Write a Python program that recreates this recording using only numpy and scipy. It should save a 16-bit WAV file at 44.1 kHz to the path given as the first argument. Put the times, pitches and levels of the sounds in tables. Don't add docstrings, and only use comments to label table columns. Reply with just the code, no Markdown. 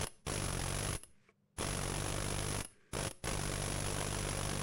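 import sys
import numpy as np
from scipy import signal
from scipy.fft import rfft, irfft
from scipy.io import wavfile
from scipy.ndimage import uniform_filter1d

SR = 44100
rng = np.random.default_rng(int(sys.argv[2]) if len(sys.argv) > 2 else 0)


def transcribe(u):
    v = np.clip(np.atleast_2d(u).T, -1, 1)
    q = np.round(v * 32767).astype(np.int16)
    wavfile.write(sys.argv[1], SR, q)


N = 203918
TIME = np.arange(N) / SR

# first blow in seconds, end in seconds, opening pace in blows per second,
# time scale in seconds of settling to full swing, force in dB, extra on the first stroke in dB,
# frame contact in dB, freedom of the bit to ring in dB, valve leak in dB.
BURSTS = [(-.055, .042, 73.7, 0.029, 4, -6, 2, -1, -52), (0.2691, .962, 77.5, 0.022, 0, -11, 1, 1.5, -56),
          (1.5869, 2.617, 85.7, 0.033, -3, -16, 1, 1.5, -51.5),
          (2.9349, 3.08, 61.6, .0335, 1, -16.5, 4, -1, -55),
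          (3.2417, 5.0, 63.9, 0.041, -3, -16, 2, 0.5, -58)]
# frequency in Hz, relative density in dB.
CRACK_SPECTRUM = [(60, -5.5), (250, 0.5), (550, 1.5), (850, -2.5), (1250, -3), (2000, -7.5), (3300, -7.5),
                  (4400, -12.5), (5400, -9), (9000, -15), (10400, -15), (12000, -44.5), (13600, -51),
                  (15300, -22)]
AIR_SPECTRUM = [(30, 12), (150, 6.5), (400, -3), (1000, -4.5), (2500, -7.5), (4400, -11.5), (5800, -6.5),
                (9000, -14), (10400, 1.5), (12000, -27.5), (13600, -35), (15300, -19.5)]
# frequency in Hz, relative level in dB, time to fall 60 dB in seconds.
BIT_MODES = [(2859, -16, .025), (5179, -17, .02), (9950, -5, .008), (10270, -8, .08), (10350, -7, .06),
             (10405, -7, .08), (10505, -7, .06), (10600, -4, .09), (10720, -5, .04), (10520, 1, .008),
             (11450, -25, .05), (15470, -32, .02)]
FRAME_MODES = [(140, -13, 0.048), (248, -17.5, 0.037), (360, -3, 0.23), (448.5, 8.5, 0.046),
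               (542.6, 3, 0.11), (667.6, 3, 0.082), (1098, 2, .05), (1300, -6.5, 0.048), (2300, -4, 0.021)]


def amp(db):
    return 10 ** (np.asarray(db) / 20)


def unit(x):
    return x / np.sqrt(np.sum(x ** 2) + 1e-20)


def read(points, hz):
    f, value = np.transpose(points)
    return np.interp(np.log(hz + 1), np.log(f), value)


def through(x, response):
    return signal.oaconvolve(x, response)[:N]


def colour(x, spectrum, size=4096):
    hz = abs(np.fft.fftfreq(size, 1 / SR))
    log_gain = np.log(amp(read(spectrum, hz)))
    response = np.fft.ifft(np.exp(np.conj(signal.hilbert(log_gain)))).real
    return through(x, unit(response[:size // 2]))


def kicks(times, db, steady_hz=49, fade_s=0.006):
    train = np.zeros(N)
    size = amp(db) * np.sqrt(SR / steady_hz) * np.exp(np.minimum(times, 0) / fade_s)
    train[np.clip(np.round(times * SR).astype(int), 0, N - 1)] = size
    return train


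def puff(rise_s, fall_s):
    t = np.arange(SR // 10) / SR
    return unit((1 - np.exp(-t / rise_s)) ** 2 * np.exp(-t / fall_s))


def chatter(train, rise_s, fall_s, grain_db=0):
    grains = amp(grain_db * rng.standard_normal(N // 16 + 1)).repeat(16)[:N]
    grains /= np.sqrt(np.mean(grains ** 2))
    return through(train, puff(rise_s, fall_s)) * rng.standard_normal(N) * grains


def ringing(modes):
    t = np.arange(SR // 2) / SR
    response = np.zeros(len(t))
    for hz, db, t60 in modes:
        response += amp(db) * unit(np.sin(2 * np.pi * hz * t) * 1e3 ** (-t / t60))
    return unit(response)


def wander(times, step_s):
    return np.interp(times / step_s, np.arange(256), rng.standard_normal(size=256))


def blow_times(burst, jitter_s=0.0002):
    # time in seconds, blows per second.
    full_swing = [(0.4, 49.28), (0.5, 45.6), (0.62, 44.58), (0.72, 47.4), (0.9, 50.68), (0.95, 44.04),
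                  (1.72, 48.85), (1.84, 45.82), (1.96, 49.22), (2.25, 49.79), (2.6, 49.5), (3.5, 48.67),
                  (3.85, 49.44), (4.6, 49.04)]
    start, end, opening_hz, settle_s = burst[:4]
    t = np.arange(start, end, 1 / SR)
    pace = np.interp(t, *np.transpose(full_swing))
    rate = pace + (opening_hz - pace) * np.exp(-((t - start) / settle_s) ** 4)
    cycles = np.cumsum(rate) / SR
    slip = jitter_s * rng.standard_normal(size=128)
    times = np.interp(np.arange(cycles[-1]), cycles, t)
    return times + slip[:len(times)]


def strokes():
    rows = []
    for burst in BURSTS:
        for number, s in enumerate(blow_times(burst)):
            if s < TIME[-1]:
                rows.append((s, number, burst[1] - s, *burst[4:8]))
    return np.array(rows).T


def room(x, count=3):
    # frequency in Hz, time to fall 60 dB in seconds.
    decay = [(100, .4), (500, 0.23), (2000, 0.24), (6000, 0.25), (10500, 0.21), (15000, 0.083)]
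    wet = np.zeros(N)
    for k in range(count):
        hz, t, z = signal.stft(rng.standard_normal(SR * 3 // 4), SR, nperseg=256)
        fade = 1e3 ** (-t / read(decay, hz)[:, None])
        build_up = 1 - np.exp(-t / 0.008)
        tail = signal.istft(z * fade * build_up, SR, nperseg=256)[1]
        share = np.cos(np.pi * (2.693 * TIME + k / count)) * np.sqrt(2 / count)
        wet += through(x * share, unit(tail))
    return wet


def exhaust_push(ports, open_s=0.00408, drain_s=0.0057, drain_db=-11, low_cut_hz=3.3):
    t = np.arange(SR // 25) / SR
    step = np.exp(-(2 * t / open_s - 1) ** 4)
    pulse = unit(step + amp(drain_db) * np.exp(-t / drain_s))
    first_cut = signal.butter(1, 24, "high", fs=SR, output="sos")
    second_cut = signal.butter(2, low_cut_hz, "high", fs=SR, output="sos")
    push = signal.sosfilt(first_cut, through(ports, pulse))
    return -signal.sosfilt(second_cut, push)


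def hammer(back_s=0.0073, lead_s=0.00179, bite_s=0.00098, uneven_db=-0.3, start_db=-8):
    # frequency in Hz, relative level in dB, time to fall 60 dB in seconds.
    vice_modes = [(225, 0.5, .04), (300, -3, .03)]
    times, number, left_s, force_db, first_db, contact_db, free_db = strokes()

    short_db = start_db * (number < 2)
    seating = (number >= 2) * np.exp(-abs(number - 2) / 2.2)
    easing = np.exp(-left_s / 0.082)
    blow_db = force_db + first_db * np.maximum(1 - number / 2, 0)

    crack_db = -26.5 + blow_db + 5.5 * seating
    push_db = -26 + blow_db
    frame_db = -29.5 + blow_db + contact_db + 0.5 * short_db + 7 * seating
    frame_db += -5 * easing + 1.5 * wander(times, step_s=0.1)
    ring_db = -34 + force_db + free_db + 3.5 * easing

    luck = rng.standard_normal((256, 7))[:len(times)].T
    blow_luck, return_slip, return_luck, push_luck, bite_slip, bite_luck, frame_luck = luck
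    blows = kicks(times - lead_s, crack_db + uneven_db * blow_luck)
    bites = kicks(times + bite_s + 0.00049 * bite_slip, crack_db + 1.4 * bite_luck)
    returns = kicks(times + back_s + 0.00065 * return_slip, crack_db + short_db + 0.9 * return_luck)
    crack = amp(-2) * chatter(blows, 0.00019, 0.0064, grain_db=-0.5)
    crack += amp(-5) * chatter(bites, 0.00019, 0.0021, grain_db=3.5)
    crack += amp(-10) * chatter(returns, 0.00065, 0.0028, grain_db=7.5)

    air_kicks = kicks(times - lead_s, crack_db + short_db)
    air = amp(-2.5) * chatter(air_kicks, 0.011, 0.0069, grain_db=-1.8)

    shocks = kicks(times - lead_s, frame_db + 1.9 * frame_luck)
    rough_shocks = shocks + 0.49 * chatter(shocks, 0.00026, 0.0022)
    frame = amp(-6) * through(rough_shocks, ringing(FRAME_MODES))

    bit_rush = chatter(kicks(times, ring_db + short_db), 0.00052, 0.0095)
    bit = amp(-3) * through(bit_rush, ringing(BIT_MODES))
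    bit += amp(-10.5) * room(bit)

    thud_db = -29 + force_db + 20 * np.log10(seating + 1e-6)
    thud = through(kicks(times, thud_db), ringing(vice_modes))

    ports = kicks(times - 0.0002, push_db + 0.066 * short_db + 0.85 * push_luck)
    ports += amp(-8.5) * kicks(times + back_s + 0.00084 * return_slip, push_db + short_db)
    steel = colour(crack, CRACK_SPECTRUM) + colour(air, AIR_SPECTRUM) + frame + bit + thud
    return steel, amp(4) * exhaust_push(ports)


def shop():
    # frequency in Hz, relative density in dB.
    air_spectrum = [(25, -9), (60, -13.5), (120, 1.5), (205, 1), (290, -14.5), (500, -7.5), (700, -19),
                    (1000, -20), (3000, -31), (15000, -41)]
    # frequency in Hz, rms level in dB.
    hum_tones = [(100, -87), (150, -86), (199, -80)]
    hum = np.zeros(N)
    for hz, db in hum_tones:
        hum += amp(db) * np.sqrt(2) * np.sin(2 * np.pi * (hz * TIME + rng.random()))
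    return amp(-78) * colour(rng.standard_normal(N), air_spectrum) + hum


def taps():
    # time in seconds, knock in dB, ring of the bit in dB.
    loose_knocks = [(0.069, -30.5, -31), (1.034, -51.5, -44), (2.647, -43.5, -39), (3.110, -37.5, -37)]
    s, knock_db, ring_db = np.transpose(loose_knocks)
    knock = colour(chatter(kicks(s, knock_db), 0.0007, 0.0041, grain_db=5), CRACK_SPECTRUM)
    bit = through(chatter(kicks(s, ring_db), 0.00025, 0.0036), ringing(BIT_MODES))
    bend = through(kicks(s, ring_db - 9), ringing(BIT_MODES[:2]))
    frame_rush = chatter(kicks(s, knock_db - 18), 0.00019, 0.0013)
    return knock + bit + bend + through(frame_rush, ringing(FRAME_MODES))


def leaks(swell_s=0.025, close_s=0.005):
    flow = np.zeros(N)
    for start, *_, leak_db in BURSTS:
        flow += amp(leak_db) * np.interp(TIME, [start - swell_s, start, start + close_s], [0, 1, 0])
    return colour(flow * rng.standard_normal(N), AIR_SPECTRUM)


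def scrape(attack_s=0.03, release_s=0.034, catch_s=1.287, catch_db=-67):
    # start in seconds, length in seconds, grit in dB,
    # hollow ring in dB, growth of the pressure in dB.
    slides = [(1.078, 0.217, -73, -80, 13), (2.688, 0.215, -76, -73, 0.5)]
    # frequency in Hz, relative density in dB.
    grit_spectrum = [(100, 0), (420, -4), (800, -6), (1200, 2), (2200, 7), (3300, -4), (4200, -7),
                     (5400, -6), (8500, -11.5), (10400, -15.5), (12500, -34)]
    # frequency in Hz, relative level in dB, time to fall 60 dB in seconds.
    hollow_modes = [(424, 0.5, 0.039), (1160, -11, 0.17), (1630, -0.5, 0.032), (1780, -16, 0.016),
                    (2170, -18, .011), (3000, -15, .008)]
    grit, hollow = np.zeros((2, N))
    for start, length, grit_db, hollow_db, growth_db in slides:
        end = start + length
        moving = np.interp(TIME, [start, start + attack_s, end, end + release_s], [0, 1, 1, 0])
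        pressure = moving * amp(growth_db * np.clip((TIME - end) / length, -1, 0))
        grit += amp(grit_db) * pressure
        hollow += amp(hollow_db) * pressure
    slips = amp(1.4 * rng.standard_normal(N // 128 + 1)).repeat(128)[:N]
    rub = slips * rng.standard_normal((2, N))
    sliding = colour(grit * rub[0], grit_spectrum) + through(hollow * rub[1], ringing(hollow_modes))
    catch = colour(chatter(kicks(np.array([catch_s]), catch_db), 0.00058, 0.0048), grit_spectrum)
    return sliding + amp(-12) * catch + amp(1) * through(catch, ringing(FRAME_MODES))


def shade(x, spectrum):
    return irfft(rfft(x) * amp(read(spectrum, np.fft.rfftfreq(N, 1 / SR))), N)


def scene():
    # frequency in Hz, level in dB.
    port_difference = [(60, -24.5), (200, -31), (500, -60), (5500, -56), (6300, -17), (7400, -10.5),
                       (8100, -50), (15000, -41)]
    steel, push = hammer()
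    near = steel + taps() + scrape() + leaks()
    reflected = amp(-25) * room(near + amp(-23) * push)
    mid = near + push + reflected + shop()
    side = amp(-4) * shade(mid, port_difference)
    return np.array([mid + side, mid - side])


def record(dry, limit_db=-36.5, recover_db_per_s=140, slope=0.89, edge_hz=15900):
    power_db = 10 * np.log10(abs(uniform_filter1d((dry ** 2).mean(0), size=260)) + 1e-14)
    fall = TIME * recover_db_per_s
    held_peak_db = np.maximum.accumulate(power_db + fall) - fall
    over_db = np.maximum(held_peak_db - limit_db, 0)
    held = dry / amp(slope * uniform_filter1d(over_db, size=130))
    band_limit = signal.firwin(511, edge_hz, window=("kaiser", 9), fs=SR)
    return signal.oaconvolve(held, band_limit[None], "same")


dry = scene()
out = record(dry)
transcribe(out)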